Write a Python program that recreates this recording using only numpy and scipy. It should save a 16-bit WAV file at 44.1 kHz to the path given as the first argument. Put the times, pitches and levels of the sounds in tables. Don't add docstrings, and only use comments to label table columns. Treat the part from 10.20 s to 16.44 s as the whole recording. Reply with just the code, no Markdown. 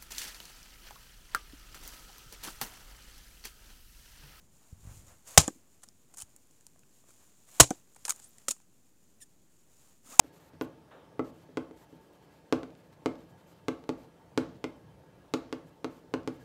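import sys
import numpy as np
from scipy import signal
from scipy.fft import rfft, irfft, next_fast_len
from scipy.io import wavfile
from scipy.ndimage import uniform_filter1d

SR = 44100
rng = np.random.default_rng(int(sys.argv[2]) if len(sys.argv) > 2 else 0)


def put_to_file(sound):
    columns = np.atleast_2d(sound).T
    safe = np.clip(columns, -1, 1)
    whole_steps = np.round(safe * 32767)
    wavfile.write(sys.argv[1], SR, whole_steps.astype(np.int16))


N = 275184

# (time [s], tip tick [dB], board knock [dB],
# extra for the upper board modes [dB], contact time [ms]); the contact time then dulls the knock
LANDINGS = [(.045, -69, -40.5, 12.5, 0.48), (0.201, -55, -62, 4, 0.055), (.335, -59, -33.5, -2, 0.9),
            (0.412, -27, -20.5, 7.5, 0.16), (0.9943, -36, -18, 2.5, 0.095), (1.292, -66, -43, 5, 0.31),
            (1.372, -26.5, -20, 2.5, 0.067), (1.511, -52, -38, 1, 0.16), (1.727, -66, -39, -6, 0.25),
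            (2.3255, -17.5, -13.5, 2.5, 0.085), (2.4322, -38.5, -34.5, 8, 0.13),
            (2.5045, -50.5, -68, -6, 0.05), (2.552, -50.5, -69, -3, .06), (2.8597, -21, -16.5, 1, 0.051),
            (2.9555, -48.5, -52, 7, 0.068), (3.4836, -21, -18.5, 2, 0.028), (3.640, -46, -56, 13, 0.074),
            (3.692, -26, -19, 3.5, 0.15), (4.1764, -16, -14, -0.5, 0.045), (4.4418, -25.5, -23, 2.5, 0.064),
            (5.1384, -16, -17, 1.5, 0.044), (5.327, -26, -24, 1.5, 0.066), (5.645, -27, -22.5, 4.5, 0.1),
            (5.839, -63, -43.5, -11, 0.21), (5.9392, -24, -18.5, 0.5, 0.075), (6.033, -52, -50, -7, 0.37),
            (6.0756, -24, -21.5, 1, 0.041)]
# (frequency [Hz], level against the knock [dB], t60 [s], first swing [+1 or -1])
BOARD_MODES = [(131, -24.5, 0.1, -1), (169, -28, .13, -1), (254.8, -12, 0.12, -1), (262, -27, 0.24, -1),
               (362, 5, 0.0066, -1), (326.2, -9, 0.13, 1), (337.4, -29.5, 0.42, 1), (432, -12.5, 0.066, 1),
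               (459.1, -15.5, 0.2, 1), (517, -4, 0.033, 1), (582, -19, 0.072, -1), (650.7, -17.5, 0.031, 1),
               (706, -19, 0.03, 1), (754, -17.5, 0.038, -1), (864, -17.5, 0.024, 1), (880, -3, 0.0053, 1),
               (1004, -16.5, 0.031, -1), (1095, -13, 0.022, 1), (1207, -17, 0.013, 1),
               (1368, -15.5, 0.035, -1), (1455, -15, 0.026, 1), (2077, -16, 0.02, 1), (2210, -24, 0.02, -1),
               (2430, -3.5, 0.0015, 1)]
UPPER_HZ = 650
# (frequency [Hz], relative density [dB per Hz])
TIP_COLOUR = [(1000, -4), (1800, 2.5), (2700, 5), (4000, 2), (5500, -2.5), (7800, -8), (9800, -16.5),
              (12500, -20), (15000, -26), (16000, -43), (22000, -36)]
CRUMB_DECAY_S = 0.0052

# (start [s], length [s], fine hiss [dB], coarse scrape [dB])
STROKE_LIST = [(.025, 0.075, -75, -70), (0.122, 0.072, -70.5, -69), (0.185, 0.12, -73.5, -71.5),
               (0.32, 0.041, -86, -71), (0.416, 0.047, -68, -66), (1.033, 0.08, -73.5, -67),
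               (1.134, 0.067, -78, -74), (1.19, 0.062, -77, -70.5), (1.557, 0.1, -72.5, -69),
               (1.686, 0.096, -80, -76), (1.8, 0.096, -80, -80), (1.92, .06, -77, -74),
               (2.01, .055, -80, -76), (2.102, 0.1, -80, -73), (2.564, .06, -80, -77),
               (2.63, .06, -81, -82), (2.715, 0.033, -75, -66), (2.97, 0.084, -79, -72),
               (3.083, .045, -77, -77), (3.17, 0.058, -78, -72), (3.265, 0.08, -73, -71.5),
               (3.34, .07, -81, -74), (3.77, 0.094, -77, -69.5), (4.345, 0.033, -86, -70),
               (4.55, .03, -79, -87), (5.46, .045, -76, -73), (5.695, 0.11, -75, -71),
               (6.117, 0.063, -76, -74), (6.191, 0.094, -75.5, -69.5)]
STROKE_EDGE_S = 0.018
# (frequency [Hz], relative density [dB per Hz])
HISS_COLOUR = [(3530, -35), (6000, -13), (6940, -8.5), (7980, -9.5), (9760, -16), (12000, -9), (15100, -14),
               (15700, -28)]
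# (frequency [Hz], relative density [dB per Hz])
SCRAPE_COLOUR = [(300, -40), (1000, 15), (2500, 7.5), (4500, 6), (7500, -3.5), (9500, -55), (12000, -29)]
TICK_TAIL_DB, TICK_TAIL_PEAK_S = -45.5, 0.047
# (time [s], level, about 1 below the envelope's top [dB],
# frequency [Hz])
SQUEAK_LIST = [(0.4215, -43, 12150), (0.4247, -45, 12900)]

# (delay [s], level [dB])
NEAR_ECHOES = [(.0069, -12.5), (0.00199, -16.5), (0.012, -22), (0.031, -28.5)]
ECHO_HZ = 2530
# (frequency [Hz], t60 [s])
ROOM_DECAY = [(120, 0.65), (260, 0.52), (450, 0.57), (800, 0.37), (2000, 0.29), (5000, 0.17), (12000, 0.27)]
ROOM_KNOCK_DB, ROOM_UPPER_DB = -13.5, -9

# (frequency [Hz], relative density [dB per Hz])
SHUFFLE_TONE = [(250, 6), (600, 10.5), (1200, 7), (2000, -5.5), (3800, -8.5), (5000, -38), (8000, -45)]
SHUFFLE_S, SHUFFLE_DB, SHUFFLE_RISE_S, SHUFFLE_FADE_DB_PER_S = .709, -51, 0.003, 94

# (frequency [Hz], relative density [dB per Hz])
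HUSH_COLOUR = [(24, -52), (45, -3), (65, 9.5), (100, -23), (160, -12.5), (210, -14), (290, -9.5),
               (500, -8.5), (900, -17), (1500, -23.5), (2300, -28), (4000, -32), (8000, -38),
               (15700, -42.5)]
RUMBLE_COLOUR = [(60, -39), (100, -22), (130, 3), (165, 5), (200, -16.5), (260, -32)]
HUSH_DB = -61
# (time [s], level ahead of the bass cut [dB])
RUMBLE_LEVEL = [(0, -75), (.35, -59.5), (.9, -68.5), (1.15, -61), (1.5, -68.5), (2.1, -67.5), (2.45, -66.5),
                (3.2, -59.5), (3.9, -68.5), (4.3, -54), (4.6, -65), (4.93, -57.5), (5.2, -66),
                (5.75, -59.5), (6.24, -63)]
# (frequency [Hz], middle of the wavering level [dB])
HUM_LIST = [(166.9, -71.5), (290.7, -74), (893.6, -75.5), (1653, -83), (2676, -92.5), (3090, -89)]
EDGE_HZ = 16400


def chalk():
    low, high = np.zeros(N), np.zeros((3, N))
    t = np.arange(SR // 2) / SR
    hz, db, t60, swing = np.transpose(BOARD_MODES)[:, :, None]
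    upper = hz > UPPER_HZ
    is_upper = upper[:, 0]
    spots = rng.standard_normal((len(LANDINGS), 2, len(BOARD_MODES), 1))
    crumbs = rng.standard_normal((len(LANDINGS), 600))
    click = causal(TIP_COLOUR)
    tick_t = t[:600]
    for k, (s, tick_db, knock_db, upper_db, contact_ms) in enumerate(LANDINGS):
        spot_db = (.6 + 1.6 * upper) * spots[k, 0]
        spot_hz = hz * (1 + .025 * upper * spots[k, 1])
        decay_db = -60 * t / t60
        level = swing * gain_of(knock_db + db + upper_db * upper + spot_db + decay_db)
        ringing = level * np.sin(2 * np.pi * spot_hz * t)
        r = np.exp(-1000 / (max(contact_ms, .01) * SR))
        modes = signal.lfilter([(1 - r) ** 2], [1, -2 * r, r ** 2], ringing)
        add(low, s, modes[~is_upper].sum(0))
        add(high[k % 3], s, modes[is_upper].sum(0))
        tick = (tick_t == 0) + .045 * crumbs[k] * np.exp(-tick_t / CRUMB_DECAY_S)
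        add(high[k % 3], s, gain_of(tick_db) * np.convolve(tick, click))
    return low, high


def strokes_and_tick_tails():
    fine_level, coarse_level = noise_levels()
    fine = fine_level * evened(coloured(grit(per_s=18000, spread_db=-2.0), HISS_COLOUR))
    coarse = coarse_level * evened(coloured(grit(per_s=9000, spread_db=1.2), SCRAPE_COLOUR))
    squeak, t = np.zeros(N), np.arange(200) / SR
    for s, db, hz in SQUEAK_LIST:
        envelope = t / 0.00027 * np.exp(1 - t / .0003)
        add(squeak, s, gain_of(db) * np.sin(2 * np.pi * hz * t) * envelope)
    return fine + coarse + squeak


def noise_levels():
    fine_power, coarse_power = np.zeros((2, N))
    for s, length, hiss_db, scrape_db in STROKE_LIST:
        t = np.arange(0, length, 1 / SR)
        to_edge = np.minimum(t, length - t)
        power = np.sin(np.pi / 2 * np.minimum(to_edge / STROKE_EDGE_S, 1)) ** 2
        add(fine_power, s, gain_of(hiss_db) ** 2 * power)
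        add(coarse_power, s, gain_of(scrape_db) ** 2 * power)
    t = np.arange(SR // 2) / SR / TICK_TAIL_PEAK_S
    for s, tick_db, *_ in LANDINGS:
        add(coarse_power, s, (gain_of(tick_db + TICK_TAIL_DB) * t * np.exp(1 - t)) ** 2)
    return np.sqrt(fine_power), np.sqrt(coarse_power)


def grit(per_s, spread_db):
    size = gain_of(spread_db * np.minimum(rng.exponential(1, N), 4))
    return size * rng.standard_normal(N) * (rng.random(N) < per_s / SR)


def room_tail():
    taps = np.zeros(SR)
    at = np.arange(80, SR - 20, 20)
    taps[at + rng.integers(0, 20, len(at))] = rng.choice([-1., 1.], len(at))
    hz, t, z = signal.stft(taps, SR, nperseg=256)
    t60 = np.interp(hz, *np.transpose(ROOM_DECAY))
    tail = signal.istft(z * gain_of(-60 * t / t60[:, None]), SR, nperseg=256)[1]
    return tail / np.linalg.norm(tail)


def shuffle():
    t = np.maximum(np.arange(N) / SR - SHUFFLE_S, 0)
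    level = np.minimum(t / SHUFFLE_RISE_S, 1) * gain_of(SHUFFLE_DB - SHUFFLE_FADE_DB_PER_S * t)
    return noise(SHUFFLE_TONE, patchy_db=2.0) * level


def hush():
    t = np.arange(N) / SR
    steps = rng.standard_normal((len(HUM_LIST), N // 64 + 1))
    wavers = uniform_filter1d(steps, size=14, axis=1).repeat(64, axis=1)[:, :N]
    hums = np.zeros(N)
    for (hz, db), waver in zip(HUM_LIST, wavers):
        level = np.sqrt(2) * gain_of(db + 4.55 * evened(waver))
        hums += level * np.sin(2 * np.pi * hz * t)
    rumble = noise(RUMBLE_COLOUR, patchy_db=3.5) * gain_of(curve(RUMBLE_LEVEL))
    air = noise(HUSH_COLOUR, patchy_db=1.5) * gain_of(HUSH_DB)
    return air + rumble + hums


def noise(points, patchy_db):
    frames, hz = N // 256 + 5, np.fft.rfftfreq(1024, 1 / SR)
    a, b, patches = rng.standard_normal((frames, 513, 3)).T
    patches = uniform_filter1d(patches, size=10, axis=0)
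    patches = evened(uniform_filter1d(patches, size=12, axis=1))
    z = (a + 1j * b) * gain_of(read(points, hz)[:, None] + patchy_db * patches)
    return evened(signal.istft(z, nperseg=1024, noverlap=768)[1][:N])


def causal(points, size=1024):
    hz = abs(np.fft.fftfreq(size, 1 / SR))
    log_gain = np.log(gain_of(np.maximum(read(points, hz), -45)))
    click = np.fft.ifft(np.exp(np.conj(signal.hilbert(log_gain)))).real[:size // 2]
    return click / abs(click).max()


def coloured(x, points):
    size = next_fast_len(len(x))
    gain = gain_of(read(points, np.fft.rfftfreq(size, 1 / SR)))
    return irfft(rfft(x, size) * gain, size)[:len(x)]


def read(points, hz):
    f, value = np.transpose(points)
    return np.interp(np.log(hz + 1), np.log(f + 1), value, left=-90, right=-90)


def curve(rows):
    return np.interp(np.arange(N) / SR, *np.transpose(rows))


def gain_of(db):
    return 10 ** (np.asarray(db) / 20)


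def evened(x):
    return x / np.sqrt(np.mean(x ** 2) + 1e-20)


def add(mix, s, sound):
    part = mix[round(s * SR):][:len(sound)]
    part += sound[:len(part)]


def scene():
    low, high = chalk()
    direct = low + high.sum(0)
    near = direct.copy()
    dull = signal.lfilter(*signal.butter(1, ECHO_HZ, fs=SR), direct)
    for delay_s, db in NEAR_ECHOES:
        add(near, delay_s, gain_of(db) * dull)
    wet = gain_of(ROOM_KNOCK_DB) * signal.fftconvolve(low, room_tail())[:N]
    for group in high:
        wet = wet + gain_of(ROOM_UPPER_DB) * signal.fftconvolve(group, room_tail())[:N]
    return (near + wet + strokes_and_tick_tails() + shuffle() + hush())[None]


def record(dry):
    bass_cut = signal.butter(3, 55., "high", fs=SR, output="sos")
    thinned = signal.sosfilt(bass_cut, dry)
    band_limit = signal.firwin(511, EDGE_HZ, window=("kaiser", 9), fs=SR)
    return signal.oaconvolve(thinned, band_limit[None], "same")


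dry = scene()
out = record(dry)
put_to_file(out)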